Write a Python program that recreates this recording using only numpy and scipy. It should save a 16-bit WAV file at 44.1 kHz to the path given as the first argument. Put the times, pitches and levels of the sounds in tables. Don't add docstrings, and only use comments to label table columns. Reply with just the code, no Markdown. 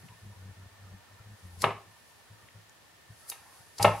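import sys
import numpy as np
from scipy import signal
from scipy.fft import rfft, irfft, next_fast_len
from scipy.io import wavfile
from scipy.ndimage import uniform_filter1d, map_coordinates

SR = 44100
rng = np.random.default_rng(int(sys.argv[2]) if len(sys.argv) > 2 else 0)


def store_pcm(level_fs):
    pcm = np.round(np.clip(level_fs, -1, 1) * 32767).astype(np.int16)
    wavfile.write(sys.argv[1], SR, np.atleast_2d(pcm).T)


N = 176400

# pitch_hz, level_db
RUMBLE = [(25, -10), (90, -1.5), (190, -8.5), (260, -19), (500, -19), (2500, -96)]
# pitch_hz, likeness
DIRECT_ALIKE = [(400, 0.85), (6000, 0.64), (11000, 0.081)]
# pitch_hz, likeness
ROOM_ALIKE = [(900, 0.92), (2600, 0.8), (9000, 0.018)]
ATTACK_S = 0.00034


def plunger_clunks():
    # start_s, level_db, contact_s, favoured_hz, tilt_db_per_octave, rattle_db
    hits = [(1.629, -41.5, 0.0082, 1070, -2, 4), (1.6402, -15, 0.0027, 1098, -1.5, -3.5),
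            (1.666, -30.5, 0.0051, 1120, -7.5, -6.5), (1.678, -36, 0.0055, 405, -4, -7.5),
            (1.706, -37, 0.0027, 720, 1, -5), (1.745, -50.5, .04, 1110, -2, -11),
            (3.3168, -44.5, 0.0069, 3750, 5, -2), (3.7967, -29.5, 0.024, 854, -1.5, -10),
            (3.845, -10, 0.0084, 602, -1, -10.5), (3.879, -23.5, 0.0025, 1000, -2, -5),
            (3.937, -36, .016, 803, -1, -9), (3.977, -46, 0.0059, 1200, -2, -4)]
    # pitch_hz, level_db, fade_s (time to fall by 60 dB)
    housing_notes = [(400.7, -11.5, 0.11), (472, -7.5, 0.044), (607, -6, 0.045), (640, -6.5, 0.066),
                     (694, -7, 0.081), (807, 1, 0.076), (915, -1.5, 0.052), (1061, -4, 0.025),
                     (1155, -7.5, 0.045), (1298, -1, 0.024), (1853, -9.5, 0.019), (2154, -9, .075),
                     (2254, -10.5, 0.03), (2680, -11.5, .05), (2810, -13, 0.036), (3790, -15, 0.021)]
    # pitch_hz, level_db
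    rattle_tone = [(60, -22), (185, 5), (255, -2.5), (400, -2.5), (580, 2), (1150, 2), (1500, -4),
                   (2700, -1), (4000, -11), (7000, -35), (16000, -50)]
    lift_db, lift_octaves = 14.5, 0.1
    grip_detune = 0.0044
    hz, note_db, fade_s = np.transpose(housing_notes)[:, :, None]
    t = np.arange(SR // 2) / SR
    out = np.zeros((2, N))
    for start_s, level_db, contact_s, favoured_hz, tilt, rattle_db in hits:
        since_hit = clock() - start_s
        lift = lift_db * np.exp(-.5 * (np.log2(hz / favoured_hz) / lift_octaves) ** 2)
        gains = amp(note_db + lift + tilt * np.log2(hz))
        fades = envelope(t, ATTACK_S, contact_s, fade_s)
        shifted_hz = hz * (1 + grip_detune * rng.standard_normal(hz.shape))
        waves = np.sin(2 * np.pi * (shifted_hz * t + rng.random(hz.shape)))
        ring = np.sqrt(2) * (gains * fades * waves).sum(0) / np.linalg.norm(gains)
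        rattle = noise(lambda f: look_up(rattle_tone, f) + tilt * np.log2(np.clip(f, 500, 4000)),
                       DIRECT_ALIKE)
        rattle *= amp(rattle_db) * envelope(since_hit, ATTACK_S, contact_s, fade_s=0.044)
        out += amp(level_db) * (np.interp(since_hit, t, ring, 0, 0) + rattle)
    return out


def wire_snaps():
    # start_s, level_db, hold_s, treble_tilt_db_per_octave
    touches = [(1.619, -26, 0.0015, -2), (3.298, -26, 0.00087, 7), (3.782, -39, 0.0053, -5),
               (3.8258, -22, 0.0044, -1)]
    # pitch_hz, level_db
    snap_tone = [(200, -9), (3400, -12), (4700, 3), (6200, -2.5), (10300, 0), (12500, -4.5), (14000, -22)]
    scrape_db, scrape_s = -14.5, 0.012
    out = np.zeros((2, N))
    for start_s, level_db, hold_s, tilt in touches:
        t = clock() - start_s
        scrape = amp(scrape_db) * np.exp(-np.abs(t) / scrape_s)
        snap = envelope(t, rise_s=0.0013, hold_s=hold_s, fade_s=0.02)
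        burst = noise(lambda f: look_up(snap_tone, f) + tilt * np.log2(np.maximum(f, 4000)),
                      DIRECT_ALIKE)
        out += amp(level_db) * (snap + scrape) * burst
    return out


def bench_thumps():
    # start_s, level_db, fade_s
    thumps = [(0.092, -44.5, 0.21), (1.198, -40.5, 0.073), (1.638, -33.5, 0.28), (1.741, -46, 0.17),
              (1.866, -50, 0.17), (2.299, -47, 0.21), (2.429, -50, 0.1), (2.546, -44, 0.22),
              (3.093, -42, 0.13), (3.592, -50, 0.091), (3.801, -24.5, 0.13), (3.849, -23.5, 0.29)]
    low_hz, upper_hz = 105.8, 167.4
    thud = amp(-9.5) * noise(lambda f: look_up(RUMBLE, f), DIRECT_ALIKE)
    out = np.zeros((2, N))
    for start_s, level_db, fade_s in thumps:
        t = clock() - start_s
        low = np.sin(2 * np.pi * low_hz * t)
        upper = amp(-12) * np.sin(2 * np.pi * upper_hz * t)
        boom = np.sqrt(2) * (low + upper)
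        out += amp(level_db) * (boom + thud) * envelope(t, rise_s=0.017, hold_s=0.0097, fade_s=fade_s)
    return out


def low_hum():
    # start_s, length_s, level_db
    swells = [(-.02, 0.063, -53), (0.211, 0.13, -46.5), (0.358, 0.18, -47.5), (0.558, 0.13, -51),
              (0.691, 0.12, -65.5), (0.787, 0.22, -51), (1.099, 0.079, -54.5), (1.244, 0.12, -51.5),
              (1.418, 0.15, -49), (1.554, 0.095, -48)]
    hum_hz, waver_share, edge_s = 100.8, 0.0386, 0.038
    t = clock()
    level = np.zeros(N)
    for start_s, length_s, level_db in swells:
        inside_s = np.minimum(t - start_s, start_s + length_s - t)
        level += amp(level_db) * np.sin(np.pi / 2 * np.clip(inside_s / edge_s, 0, 1))
    pitch_hz = hum_hz * (1 + waver_share * wobble(7.7))
    phase = 2 * np.pi * np.cumsum(pitch_hz) / SR
    octave = amp(-15.5 + 3.4 * wobble(43.0)) * np.sin(2 * phase)
    tone = unit(np.sin(phase) + octave)
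    flutter = amp(2.3 * wobble(33.96))
    rumble = amp(-9) * noise(lambda f: look_up(RUMBLE, f), DIRECT_ALIKE)
    return level * flutter * (tone + rumble)


def handling():
    # time_s, level_db
    rustle_levels = [(0, -65.5), (1.2, -86), (1.4, -67), (1.6, -64), (1.85, -74), (2.1, -66), (2.3, -70.5),
                     (3, -78), (3.2, -62), (3.45, -62), (3.58, -59), (3.73, -64), (3.9, -53.5)]
    # pitch_hz, level_db
    rustle_tone = [(2000, -46), (4500, -3.5), (7500, -6.5), (10500, 1), (12000, -5.5), (16000, -23)]
    # time_s, level_db
    rub_levels = [(0, -67.5), (1.1, -65), (2, -71), (2.4, -68.5), (3.1, -75.5), (3.4, -56.5), (3.7, -70)]
    # start_s, level_db, pitch_hz
    ticks = [(.034, -49, 159.5), (0.085, -51, 2480), (2.486, -52, 2400), (2.695, -51, 6800)]
    rub_hz = 1010
    t = clock()
    rustle_db = np.interp(t, *np.transpose(rustle_levels)) + 1.3 * wobble(30.17)
    out = amp(rustle_db) * noise(lambda f: look_up(rustle_tone, f), ROOM_ALIKE)
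    rub_db = np.interp(t, *np.transpose(rub_levels))
    rub = noise(lambda f: -8 * np.log2((f + 1) / rub_hz) ** 2, ROOM_ALIKE)
    out += amp(rub_db) * patchy(rub, depth_db=5)
    for start_s, level_db, hz in ticks:
        tick = noise(lambda f: -24 * np.abs(np.log2((f + 1) / hz)), DIRECT_ALIKE)
        out += amp(level_db) * tick * envelope(t - start_s, ATTACK_S, 4 / hz, fade_s=1 / np.sqrt(hz))
    return out


def room_echo(sound):
    # pitch_hz, fade_s
    fade_times = [(1100, 0.31), (6000, 0.32), (12000, 0.19)]
    # pitch_hz, level_db
    echo_tone = [(100, -8), (185, -1.5), (400, -5.5), (560, -9), (1200, -5), (2500, -4.5), (3500, -8),
                 (12000, -5)]
    delay_s = 0.007
    white = noise(lambda f: 0 * f, ROOM_ALIKE)[:, :SR // 2]
    hz, t, bands = signal.stft(white, SR, nperseg=256)
    fade_s = look_up(fade_times, hz)[:, None]
    fades = np.exp(-np.log(1000) * t / fade_s)
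    fades *= np.sqrt(2 * np.log(1000) / (fade_s * SR))
    tail = signal.istft(bands * fades * amp(look_up(echo_tone, hz))[:, None], SR, nperseg=256)[1]
    tail = np.pad(tail, ((0, 0), (int(delay_s * SR), 0)))
    return signal.fftconvolve(sound.mean(0)[None], tail, axes=1)[:, :N]


def background_hiss():
    # pitch_hz, level_db
    hiss_tone = [(25, -18.5), (85, 4), (200, -7), (650, -4.5), (1300, -7), (2400, -8.5), (4500, -11.5),
                 (8000, -16), (10500, -17), (15500, -23)]
    # pitch_hz, likeness
    hiss_alike = [(950, 0.17), (5000, 0.039)]
    # pitch_hz, width_hz, level_db
    whines = [(924, 11, -77.5), (1797, 102, -69.5)]
    out = amp(-59) * noise(lambda f: look_up(hiss_tone, f), hiss_alike)
    for hz, width_hz, level_db in whines:
        whine = noise(lambda f: -20 * np.log10(1 + (2 * (f - hz) / width_hz) ** 2), ROOM_ALIKE)
        out += amp(level_db) * whine
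    return out


def amp(db):
    return 10 ** (np.asarray(db) / 20)


def unit(x):
    return x / np.sqrt(np.mean(x ** 2) + 1e-20)


def look_up(points, hz):
    pitches, values = np.transpose(points)
    return np.interp(np.log(hz + 1), np.log(pitches + 1), values)


def clock():
    return np.arange(N) / SR


def wobble(rate):
    return map_coordinates(rng.standard_normal(400), [clock() * rate], mode="mirror")


def filtered(x, gain):
    size = next_fast_len(N + SR // 2)
    return irfft(rfft(x, size) * gain(np.fft.rfftfreq(size, 1 / SR)), size)[..., :N]


def noise(tone_db, alike):
    def gains(f):
        angle = np.arccos(np.clip(look_up(alike, f), -1, 1)) / 2
        return amp(tone_db(f)) * [np.cos(angle), np.sin(angle)]
    common, side = filtered(rng.standard_normal((2, N)), gains)
    return unit(np.array([common + side, common - side]))


def envelope(t, rise_s, hold_s, fade_s):
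    t = np.maximum(t, 0)
    return (1 - np.exp(-t / rise_s)) * np.exp(-np.log(1000) * np.maximum(t - hold_s, 0) / fade_s)


def patchy(x, depth_db):
    bands = signal.stft(x, nperseg=1024)[2]
    patches = uniform_filter1d(rng.standard_normal(bands.shape[1:]), size=3, axis=0)
    patches = uniform_filter1d(patches, size=4, axis=1)
    return unit(signal.istft(bands * amp(depth_db * unit(patches)), nperseg=1024)[1][:, :N])


def scene():
    # pitch_hz, left_minus_right_db
    balance = [(2500, 1.65), (5000, 3.5), (10000, 0)]
    actuator = wire_snaps() + plunger_clunks()
    close = actuator + bench_thumps() + low_hum()
    placed = filtered(close, lambda f: amp(np.outer([.5, -.5], look_up(balance, f))))
    return placed + room_echo(actuator) + handling() + background_hiss()


def record(dry):
    low_cut_hz, top_hz = 43, 15800
    return filtered(dry, lambda f: (f < top_hz) * f ** 2 / np.sqrt(f ** 4 + low_cut_hz ** 4))


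dry = scene()
out = record(dry)
store_pcm(out)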